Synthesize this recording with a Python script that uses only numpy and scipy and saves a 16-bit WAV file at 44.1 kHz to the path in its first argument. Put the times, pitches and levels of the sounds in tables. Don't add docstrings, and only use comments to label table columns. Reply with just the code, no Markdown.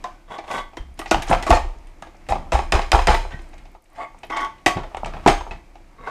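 import sys
import numpy as np
from scipy import signal
from scipy.fft import rfft, irfft
from scipy.io import wavfile

SR = 44100
rng = np.random.default_rng(int(sys.argv[2]) if len(sys.argv) > 2 else 0)


def boost(x):
    u = np.asarray(x, float) / 20
    return 10 ** u


def unload_audio(sound):
    columns = np.transpose(np.atleast_2d(sound))
    steps = np.round(np.clip(columns, -1, 1) * 32767)
    wavfile.write(sys.argv[1], SR, steps.astype(np.int16))


N = 269010
TIME_S = np.arange(N) / SR


def rms_one(x):
    return x / np.sqrt(np.mean(x ** 2) + 1e-20)


def at_hz(points, hz):
    table_hz, values = np.transpose(points)
    return np.interp(np.log(hz), np.log(table_hz), values)


def band(x, low_hz, high_hz, order=2):
    edges_hz = [low_hz, min(high_hz, 0.45 * SR)]
    return signal.sosfilt(signal.butter(order, edges_hz, "band", fs=SR, output="sos"), x)


def ring(clicks, hz, t60_s):
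    r, w = boost(-60 / (t60_s * SR)), 2 * np.pi * hz / SR
    return signal.lfilter([0, np.sin(w)], [1, -2 * r * np.cos(w), r * r], clicks + 1e-18)


def grains(per_s, spread_db):
    sizes = boost(spread_db * np.minimum(rng.exponential(1, N), 4))
    signs = rng.choice([-1, 1], N)
    return rms_one(sizes * signs * (rng.random(N) < per_s / SR))


def body(force, modes, low_hz, high_hz, dull_db, touch=1):
    out = boost(dull_db) * band(force, low_hz, high_hz)
    touch = np.broadcast_to(touch, (len(modes), N))
    for k, (hz, db, t60_s) in enumerate(modes):
        sign = (-1) ** k
        out += sign * boost(db) * ring(force * touch[k], hz, t60_s) / np.sqrt(t60_s * SR)
    return out


def after(rows, column, t60_s, rise_s):
    rows = np.array(rows)
    t = np.maximum(TIME_S - rows[:, :1], 0)
    decay = boost(rows[:, column:column + 1] - 60 * t / t60_s)
    return np.sum(decay * (1 - np.exp(-t / rise_s)), axis=0)


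# [t/s, base level/dB, tile level/dB, struck part f/Hz, rattle t60/s]
STRIKES = [(0.041, -23.5, -22.5, 1060, 0.028), (.5129, -26, -23.5, 766, 0.038),
           (0.77, -27, -25.5, 330, 0.031), (0.9911, -26.5, -20.5, 733, 0.043),
           (1.1114, -6, -1.5, 754, 0.031), (1.222, -35, -18.5, 705, 0.045), (1.2928, -20, -26, 322, 0.23),
           (1.3308, -10.5, -19, 850, 0.023), (1.426, -32, -17.5, 720, 0.054),
           (1.4658, -20, -21, 1100, 0.29), (1.5046, -0.5, -7, 860, 0.019),
           (2.0232, -29.5, -28, 1220, 0.023), (2.2878, -23, -23.5, 905, 0.14),
           (2.5205, -15, -18.5, 900, 0.15), (2.722, -11, -5, 1032, 0.027), (2.7358, -11, -35, 603, 0.026),
           (2.918, -10, -2, 1000, 0.016), (3.071, -8, -6.5, 675, 0.026), (4.3017, -20.5, -27, 1140, 0.012),
           (4.448, -28, -24, 1120, 0.019), (4.6615, -10, -1.5, 775, 0.057),
           (4.678, -19.5, -17, 1120, 0.0083), (5.2615, -0.5, -18, 570, 0.029),
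           (5.2752, -7, -6.5, 880, 0.071)]
# [t/s, base level/dB, tile level/dB, rattle t60/s]
REBOUNDS = [(1.0156, -29, -25, 0.0079), (1.1448, -9, -11.5, 0.0044), (1.3116, -8.5, -22, 0.019),
            (1.5253, -9.5, -19, 0.051), (1.57, -19.5, -19, 0.016), (2.3218, -12.5, -22, 0.029),
            (2.3559, -23.5, -33, 0.049), (2.5524, -12.5, -26, 0.011), (2.5905, -15, -18.5, 0.016),
            (2.7514, -13.5, -19.5, 0.1), (2.7924, -15.5, -18, 0.012), (2.8184, -39.5, -21.5, 0.049),
            (2.93, -9.5, -18.5, 0.074), (2.9463, -13, -19, 0.062), (2.9905, -16, -17, 0.03),
            (3.019, -49, -20.5, 0.027), (3.082, -8.5, -15, 0.063), (3.1029, -16, -18.5, 0.15),
            (3.1439, -21, -17.5, 0.062), (3.3074, -40, -36.5, 0.18), (4.365, -26, -24, 0.17),
            (4.7697, -21.5, -27, 0.12), (4.9465, -23.5, -28, 0.0045), (4.9694, -27, -28.5, 0.043),
            (5.0325, -22.5, -53.5, 0.0087), (5.0469, -48, -21, 0.011), (5.0584, -28, -28.5, 0.12),
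            (5.168, -28.5, -54, 0.036), (5.5096, -30, -30.5, 0.11), (6.0726, -28, -32, 0.047)]
# [t/s, base level/dB, tile level/dB, struck part f/Hz]
TICKS = [(.3865, -29, -28, 690), (0.44, -39, -39, 1170), (0.479, -40, -35, 705), (0.733, -41, -45, 730),
         (1.059, -30.5, -25, 684), (1.2772, -29, -29, 665), (1.6376, -40, -54, 703),
         (1.87, -57, -45.5, 306), (2.07, -42, -42, 308), (2.145, -47, -52, 799), (2.2664, -50, -44, 304),
         (2.467, -40, -69, 704), (3.2502, -34, -45, 610), (3.3908, -38, -43, 304),
         (3.5329, -44, -39.5, 960), (3.5795, -63, -39.5, 320), (3.6546, -47, -42, 700),
         (3.7492, -40, -50.5, 730), (3.856, -67, -56.5, 372), (3.895, -61.5, -64, 700),
         (4.1453, -42.5, -57, 730), (4.1825, -59, -48, 816), (4.233, -33.5, -28, 960),
         (4.582, -74, -48, 720), (4.833, -32.5, -35.5, 775), (4.912, -42, -61, 710), (5.137, -31, -35, 921),
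         (5.4084, -26.5, -29.5, 750), (5.466, -32, -47, 810), (5.7548, -39, -43, 346)]


def contacts():
    strikes = [(s, base, tile, tile - 15, hz, t60_s) for s, base, tile, hz, t60_s in STRIKES]
    rebounds = [(s, base, tile, tile - 29, 830, t60_s) for s, base, tile, t60_s in REBOUNDS]
    ticks = [(s, base, tile, tile - 22, hz, 0.054) for s, base, tile, hz in TICKS]
    return sorted(strikes + rebounds + ticks)


# [f/Hz, level/dB, t60/s]
BASE = [(340, -8, 0.11), (524, -20, 0.075), (577, -11, 0.023), (673.5, -2, 0.019), (730, -3, 0.026),
        (790, -2.5, 0.016), (860, -2.5, 0.02), (900, 0, 0.022), (948, -7.5, 0.01), (1120, -7.5, 0.032),
        (1338, -14.5, 0.036)]
# [f/Hz, level/dB, t60/s]
TILES = [(1430, -13, 0.049), (1860, -3, 0.0038), (1983, -4, 0.034), (2120, -14.5, 0.039),
         (2316, -4.5, 0.015), (2500, -4, 0.0067), (3040, -14, 0.034), (3090, -13.5, 0.014),
         (3624, -16, 0.066), (3766, -14, 0.029)]
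# [f/Hz, level/dB, t60/s]
GRIT = [(4090, -14.5, 0.052), (4880, -35.5, 0.0078), (5560, -11, .015)]


def knocks():
    rows = contacts()
    at = np.array([round(row[0] * SR) for row in rows])
    force = np.zeros((3, N))
    for i, (_, base_db, tile_db, grit_db, _, t60_s) in zip(at, rows):
        t60_s = np.clip(t60_s, 0.005, 0.4)
        t = np.arange(min(N - i, int(SR * t60_s * 8))) / SR
        decay = boost(-60 * t / t60_s) + boost(-9.5 - 20 * t / t60_s)
        force[:, i:i + len(t)] += boost([[base_db], [tile_db], [grit_db]]) * decay
    rattle = grains(9000, 2.5)
    rattle[at] = 6.45
    force *= rattle

    latest = np.maximum(np.searchsorted(at, np.arange(N), side="right") - 1, 0)
    chance = np.clip(rng.standard_normal((len(at), 30)).T, -1.5, 1.5)
    base_chance, tile_chance = chance[:len(BASE)], chance[11:11 + len(TILES)]
    octaves = np.log2(np.array(BASE)[:, :1] / np.array(rows)[:, 4])
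    base_touch = boost(-6 * octaves ** 2 + 2.38 * base_chance)[:, latest]
    tile_touch = boost(2 * tile_chance)[:, latest]

    base = body(force[0], BASE, 450, 1042, -4, base_touch)
    tiles = body(force[1], TILES, 560, 6680, -11, tile_touch)
    grit = body(force[2], GRIT, 3560, 7380, 0.89)
    return boost(12) * band(base, 150, 2100) + boost(2) * band(tiles, 450, 5700) + boost(4) * grit


# [f/Hz, level/dB, t60/s]
CLACK = [(690, -5, 0.013), (774.4, 1, 0.024), (857.6, -8.5, 0.056)]


def clacks():
    rows = [row[:3] for row in REBOUNDS + TICKS]
    rows += [(s, base_db - 7, -90) for s, base_db, *_ in STRIKES]
    s, clack_db, chink_db = np.transpose(rows)
    at = np.round(s * SR).astype(int)
    chance_db = rng.normal(0, 0.79, (len(rows), len(CLACK) + 1)).T
    contact_t60_s = 0.009
    clack = np.zeros(N)
    for (hz, db, t60_s), spot_db in zip(CLACK, chance_db):
        clicks = np.zeros(N)
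        clicks[at] = boost(clack_db + 4.5 + db + spot_db)
        touch = ring(clicks, hz, contact_t60_s) * 15 / (contact_t60_s * SR)
        clack += ring(touch, hz, t60_s)
    clicks = np.zeros(N)
    clicks[at] = boost(chink_db + chance_db[-1])
    chink = ring(clicks, 2630, 0.0065)
    return band(clack, 150, 1700, order=1) + band(chink, 1500, 4500)


# [t/s, level/dB,
# t60/s, f/Hz]
RINGS = [(.383, -37, 0.11, 330), (.773, -32.5, 0.076, 324), (0.994, -29.5, 0.068, 326),
         (1.017, -29, 0.051, 1205), (1.113, -7, 0.05, 340), (1.115, -17.5, 0.13, 1443),
         (1.296, -24.5, 0.057, 333), (1.494, -13, 0.062, 345), (1.506, -18, 0.071, 876),
         (1.527, -8, 0.087, 887), (1.545, -26, 0.071, 4280), (1.53, -25.5, 0.22, 1843),
         (2.93, -40, .25, 2120), (3.09, -37, 0.47, 4060), (3.312, -40, 0.26, 1530),
         (3.999, -35, 0.19, 1128), (4.01, -48, 0.34, 2020), (4.31, -44, 0.66, 2000),
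         (4.663, -11.5, 0.052, 334), (4.664, -12.5, 0.18, 713), (4.664, -18, 0.24, 1120),
         (4.664, -14, 0.1, 1950), (4.665, -34, 0.11, 3210), (5.262, -8, 0.086, 300),
         (5.275, -5, 0.066, 702), (3.087, -17, .03, 2950), (6.038, -42, .6, 1118),
         (4.766, -27.5, 0.17, 351), (5.515, -41.5, 0.25, 1970), (0.999, -37, 0.19, 1940),
         (2.03, -39, 0.087, 1655), (4.446, -36, 0.14, 1122), (3.335, -35, 0.14, 1920),
         (.043, -25.5, 0.17, 725), (0.773, -37.5, 0.089, 3150), (5.301, -37, 0.24, 3840),
         (2.307, -11.5, .035, 793), (2.330, -21, 0.089, 790), (2.533, -17.5, .03, 840),
         (2.555, -13.5, 0.044, 774), (0.555, -26, .05, 900), (4.012, -34, 0.055, 2140),
         (4.047, -33, .06, 2160), (4.372, -23, 0.077, 2150), (4.402, -28, .07, 1900),
         (6.073, -28, 0.13, 1510), (1.597, -23, 0.034, 826), (5.338, -21, 0.042, 807)]


def rings():
    out, t = np.zeros(N + SR), np.arange(SR // 2) / SR
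    twin_ratio, twin_db = 1.018, -7
    wavers = 1 + 0.35 * rms_one(band(rng.standard_normal((len(RINGS), len(t))), 20, 120))
    for (s, db, t60_s, hz), waver in zip(RINGS, wavers):
        i = round(s * SR)
        envelope = boost(db - 60 * t / t60_s) * (1 - np.exp(-t / 0.0017))
        twin = boost(twin_db) * np.sin(2 * np.pi * hz * twin_ratio * t)
        out[i:i + len(t)] += waver * envelope * (np.sin(2 * np.pi * hz * t) + twin)
    return out[:N]


# [t/s, level/dB, t60/s, f/Hz]
PINGS = [(.045, -49.5, .7, 1500), (3.325, -39, .3, 1860), (5.290, -37, .32, 6433), (5.275, -37, .33, 8190),
         (5.510, -29, .04, 2600), (2.025, -38, .12, 1165), (2.05, -49, .4, 320), (1.62, -44, .5, 680),
         (.042, -26, .12, 1030), (3.53, -60, .8, 2150), (4.304, -27, .5, 1122), (.55, -37, .4, 1500),
         (4.39, -32, .3, 1122), (.553, -31, .2, 2170)]


def pings():
    out = np.zeros(N)
    for s, db, t60_s, hz in PINGS:
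        t = np.maximum(TIME_S - s, 0)
        waver = 1 + 0.4 * rms_one(band(rng.standard_normal(N), 15, 90))
        envelope = boost(db - 60 * t / t60_s) * (1 - np.exp(-t / 0.00034))
        out += waver * envelope * np.sin(2 * np.pi * hz * t)
    return out


# [t/s, level/dB]
JOLTS = [
    (2.7221, -15.5),
    (2.9185, -13.5),
    (3.0716, -16),
]
# [f/Hz, level/dB, t60/s]
WHEEL = [(2400, -2.5, 0.028), (3150, -6, 0.045), (4970, 0, .02), (6900, -7, 0.016)]


def wheel():
    clicks = np.zeros(N)
    for s, db in JOLTS:
        clicks[round(s * SR)] = boost(db)
    return sum(boost(db) * ring(clicks, hz, t60_s) for hz, db, t60_s in WHEEL)


# [t/s, level/dB, centre f/Hz, t60/s]
SPARKS = [(0.3825, -33, 4800, 0.031), (.5122, -47, 7000, .05), (.582, -26, 3800, .04),
          (0.7723, -48, 8100, 0.028), (0.941, -48, 8900, .02), (0.9915, -25.5, 9100, 0.039),
          (1.077, -37, 4930, 0.33), (1.144, -8.5, 2630, 0.022), (1.223, -28.5, 9000, 0.051),
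          (1.269, -39, 8000, .05), (1.283, -29, 6100, .08), (1.300, -28, 8400, 0.11),
          (1.3271, -6.5, 2360, 0.021), (1.4243, -35, 7000, 0.062), (1.4984, -24.5, 7650, 0.055),
          (1.5267, -19, 2620, .03), (1.547, -25, 6300, 0.099), (1.8716, -45.5, 8800, 0.016),
          (2.0218, -44, 8000, .04), (2.301, -28, 7760, 0.048), (2.5317, -28.5, 7700, 0.055),
          (3.017, -47, 12000, .03), (3.146, -37, 10800, 0.073), (3.319, -32, 2700, 0.092),
          (3.4186, -45, 8800, .03), (3.49, -49, 8950, 0.022), (3.5404, -44, 5900, 0.025),
          (3.5824, -45, 7100, 0.023), (3.717, -50, 11900, .02), (3.8227, -50, 11150, 0.019),
          (3.8417, -49, 7920, 0.021), (3.857, -48, 2310, 0.036), (3.9005, -51.5, 8000, .02),
          (3.932, -51.5, 12000, .02), (4.188, -43, 7800, 0.025), (4.25, -44, 11400, 0.024),
          (4.268, -44, 10000, .02), (4.37, -28.5, 6700, .04), (4.445, -46, 5170, 0.036),
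          (4.9468, -22, 2400, 0.024), (4.9683, -36.5, 7500, 0.039), (5.044, -39, 2600, .04),
          (5.0586, -30, 6900, 0.032), (5.167, -31.5, 2560, 0.034), (5.2764, -29, 7200, 0.15),
          (1.785, -48, 5800, .03), (1.984, -51, 5500, 0.023), (2.168, -49, 5800, .03),
          (4.408, -38, 8600, .06), (4.405, -32, 5410, 0.073)]


def sparks():
    out, t = np.zeros(N + SR), np.arange(SR // 8) / SR
    spread = 2 ** 0.29
    for s, db, hz, t60_s in SPARKS:
        i = round(s * SR)
        puff = rms_one(band(rng.standard_normal(len(t)), hz / spread, hz * spread))
        out[i:i + len(t)] += boost(db - 9 - 60 * t / t60_s) * puff
    return out[:N]


# [t/s, level/dB, t60/s]
GRINDS = [(0.971, -49, 0.34), (1.27, -36.5, 0.76), (1.53, -28, 0.25), (2.295, -38, 0.32),
          (2.529, -29.5, 0.37), (2.73, -30, 0.47), (2.93, -27.5, 0.54), (3.085, -24.5, 0.4), (3.31, -59, 1),
          (3.95, -49, 0.31), (4.37, -50, 0.23), (5.28, -28.5, 0.29)]
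# [f/Hz, level/dB, t60/s]
GLAZE = [(1590, 1, 0.0099), (2103, -3, 0.013), (2450, -2, 0.014), (3100, -6.5, 0.0086), (4060, -4.5, .012),
         (4160, -7.5, 0.012), (5130, -7, .006), (6500, -9.5, .006), (7470, -14, .006), (8170, -17, .006),
         (8600, -15.5, .006), (11200, -21.5, 0.0045)]


def grind():
    push = sum(after([(s, db)], 1, t60_s, 0.006) for s, db, t60_s in GRINDS)
    return push * rms_one(body(grains(5000, 2.7), GLAZE, 1400, 10000, -23))


# [t/s at full speed, run-up/s, hold/s, slip level/dB, grit level/dB]
SLIDES = [
    (0.314, 0.056, 0.04, -32, -38),
    (0.514, 0.082, 0.073, -26.5, -26.5),
    (4.004, 0.086, 0.029, -29.5, -55),
    (4.298, 0.0032, 0.14, -32, -39.5),
    (6.085, 0.15, 0.055, -31.5, -40),
]
# [f/Hz, width/Hz, level/dB]
RAIL_NEAR = [(790, 240, -2.5), (1140, 35, -2), (1510, 29, -11.5), (1995, 42, -8.5), (2160, 19, -18),
             (2840, 30, -24), (2850, 49, -27), (3040, 290, -14), (3400, 100, -16), (3800, 60, -20),
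             (938, 21, -9)]
RAIL_MID = [(705, 24, 1.5), (884, 25, -3), (1128, 40, -4), (2060, 310, -6), (2220, 100, -15),
            (2490, 35, -21), (3060, 53, -33), (1916, 36, -18), (3430, 66, -28), (4750, 150, -27),
            (7500, 790, -28.5)]
RAIL_FAR = [(330, 40, -5.5), (684, 13, -5), (888, 11, 1.5), (1122, 13, 6.5), (1484, 41, -5.5),
            (2000, 93, 0), (2207, 63, -7.5), (2556, 72, -21.5), (3110, 37, -15), (3270, 40, -14),
            (3530, 45, -16.5), (4840, 54, -28.5), (5410, 70, -20.5), (6320, 34, -24.5)]
RAIL_END = [(479, 43, -4), (700, 38, -6), (920, 36, -4), (1120, 19, 2), (1340, 24, -10.5), (1520, 90, -7),
            (2120, 60, -9), (2800, 60, -19), (3760, 60, -22)]


def slide():
    slips, scratches, out = grains(2500, 4.8), grains(5100, 2.3), np.zeros(N)
    rails = [RAIL_NEAR, RAIL_NEAR, RAIL_MID, RAIL_FAR, RAIL_END]
    run_up_db, slip_stop_db_per_s, grit_stop_db_per_s = 32, 423, 458
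    for (s, run_up_s, hold_s, slip_db, grit_db), peaks in zip(SLIDES, rails):
        t = TIME_S - s
        rise_db = run_up_db * np.minimum(t / max(run_up_s, 0.002), 0)
        past_s = np.maximum(t - hold_s, 0)
        slip = slips * boost(slip_db + rise_db - slip_stop_db_per_s * past_s)
        scratch = scratches * boost(grit_db + rise_db - grit_stop_db_per_s * past_s)
        modes = [(hz, db, 1.93 / width_hz) for hz, width_hz, db in peaks]
        out += boost(11) * body(slip, modes, 220, 2100, -13)
        out += boost(-13.5) * band(scratch, 2800, 8300)
    return out


# [t/s, level/dB]
HANDLING = [(0.0, -42.5), (0.34, -65.5), (0.47, -52.5), (1.0, -58), (1.21, -26.5), (1.48, -38.5),
            (1.72, -55), (2.12, -54), (2.99, -35.5), (3.75, -56), (3.8, -74), (3.93, -58.5), (4.31, -54),
            (4.72, -54.5), (4.88, -42.5), (5.37, -29), (5.609, -55.5), (6.1, -57)]


def hands_db():
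    s, db = np.transpose(HANDLING)
    return np.interp(TIME_S, s, db, left=-120, right=-120)


def hands_swing_db():
    return hands_db() - np.mean(np.array(HANDLING)[:, 1])


def rustle():
    level = boost(hands_db() - 13) + boost(-13) * after(STRIKES, 1, 0.18, 0.002)
    return level * rms_one(body(grains(3000, 4.8), BASE, 160, 2640, -9.5))


def hiss():
    level = boost(-68.5 + 0.26 * hands_swing_db()) + boost(-58.5) * after(STRIKES, 2, 0.14, 0.01)
    return level * rms_one(band(grains(9000, 1.8), 2500, 6600, order=1))


# [t/s of first swing, low sway level/dB, upper sway level/dB]
BLOWS = [
    (0.812, -24, -37),
    (1.146, -28.5, -26.5),
    (1.327, -24, -31.5),
    (1.522, -12.5, -10.5),
    (2.318, -21, -26),
    (2.552, -15, -15.5),
    (2.755, -15, -12.5),
    (2.949, -14, -10),
    (3.105, -17, -12.5),
    (5.288, -35.5, -22.5),
]
# [f/Hz, t60/s]
BENCH = [(34, 0.36), (58, 0.19), (88, 0.18)]
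# [t/s, level/dB, t60/s]
THUDS = [(0.033, -46, 0.24), (0.293, -39, 0.13), (0.498, -42.5, 0.15), (0.775, -46, 1),
         (0.983, -30.5, 0.033), (1.113, -29, 0.037), (1.144, -22, 0.28), (1.297, -17, 0.35),
         (1.495, -13.5, 0.2), (2.018, -41, 0.069), (2.291, -30.5, 0.98), (2.519, -31.5, 0.63),
         (2.724, -19.5, 0.18), (2.92, -60, 0.11), (3.076, -12, 0.2), (3.199, -43, 0.34),
         (3.334, -18.5, 0.075), (3.955, -39, 0.082), (4.292, -34, 0.1), (4.665, -10, 0.051),
         (4.757, -21.5, 0.27), (5.031, -29.5, 0.39), (5.132, -34.5, 0.5), (5.26, -5.5, 0.14),
         (5.504, -32.5, 0.29), (5.997, -42, 0.42)]


def bench():
    sway, thud_force = np.zeros(N), np.zeros(N)
    for s, low_db, upper_db in BLOWS:
        t = TIME_S - s
        push = np.clip((t + 0.016) / 0.008, 0, 1)
        for (hz, t60_s), db in zip(BENCH, [low_db, upper_db, upper_db - 11]):
            sway += push * boost(db - 60 * np.maximum(t, 0) / t60_s) * np.cos(2 * np.pi * hz * t)
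    for s, db, t60_s in THUDS:
        t = TIME_S - s
        thud_force += np.clip(t / 0.0058, 0, 1) * boost(db - 60 * np.abs(t) / t60_s)
    return sway + boost(-4.5) * thud_force * rms_one(band(rng.standard_normal(N), 48, 215))


def tremble():
    noise = rng.standard_normal(N)
    modes = ring(noise, 31.84, 0.65) + boost(-3) * ring(noise, 62.7, 0.3)
    level = boost(-48 + 0.73 * hands_swing_db())
    level += boost(-7) * after(BLOWS, 1, 0.77, 0.0062)
    level += boost(-22) * after(THUDS, 1, 0.8, 0.036)
    return level * rms_one(band(modes, 22, 62))


# [f/Hz, t60/s]
ROOM = [(200, 0.25), (800, 0.27), (3000, 0.3), (8000, 0.25), (14000, 0.24)]


def room(x):
    t, edges_hz = np.arange(SR // 2) / SR, 120 * 2 ** np.arange(0, 7.6, 0.5)
    white, tail = rng.standard_normal(len(t)), np.zeros(len(t))
    for low_hz, high_hz in zip(edges_hz, edges_hz[1:]):
        tail += band(white, low_hz, high_hz) * boost(-60 * t / at_hz(ROOM, low_hz))
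    tail *= 1 - np.exp(-t / 0.0074)
    return signal.fftconvolve(x, tail / np.sqrt(np.sum(tail ** 2)))[:N]


# [f/Hz, level/dB per Hz]
FLOOR = [(15, -37.5), (25, 10), (43, -18), (97, -20.5), (249, -23.5), (340, -18), (400, -31), (700, -25.5),
         (1600, -37), (2300, -33), (3500, -49.5), (8000, -51), (15900, -76)]


def air():
    hz = np.maximum(np.arange(N // 2 + 1) * SR / N, 1)
    noise = rms_one(irfft(rfft(rng.standard_normal(N)) * boost(at_hz(FLOOR, hz)), N))
    return noise * boost(-49.5 + 0.62 * (np.clip(hands_db(), -75, -50) + 60))


def scene():
    loose = rustle() + hiss()
    rumble = tremble()
    cutter = knocks() + pings() + slide() + loose
    cutter += clacks() + rings() + sparks() + grind() + wheel()
    background = air()
    mix = cutter + boost(-7.5) * room(cutter) + bench() + rumble + background
    return mix[None]


def low_pass(x):
    return signal.sosfilt(signal.butter(12, 16090, fs=SR, output="sos"), x)


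def record(dry):
    bent = dry / (1 + np.abs(dry) ** 6) ** (1 / 6)
    cut = signal.sosfilt(signal.cheby2(10, 50, 16300, fs=SR, output="sos"), bent)
    return low_pass(cut)


dry = scene()
out = record(dry)
unload_audio(out)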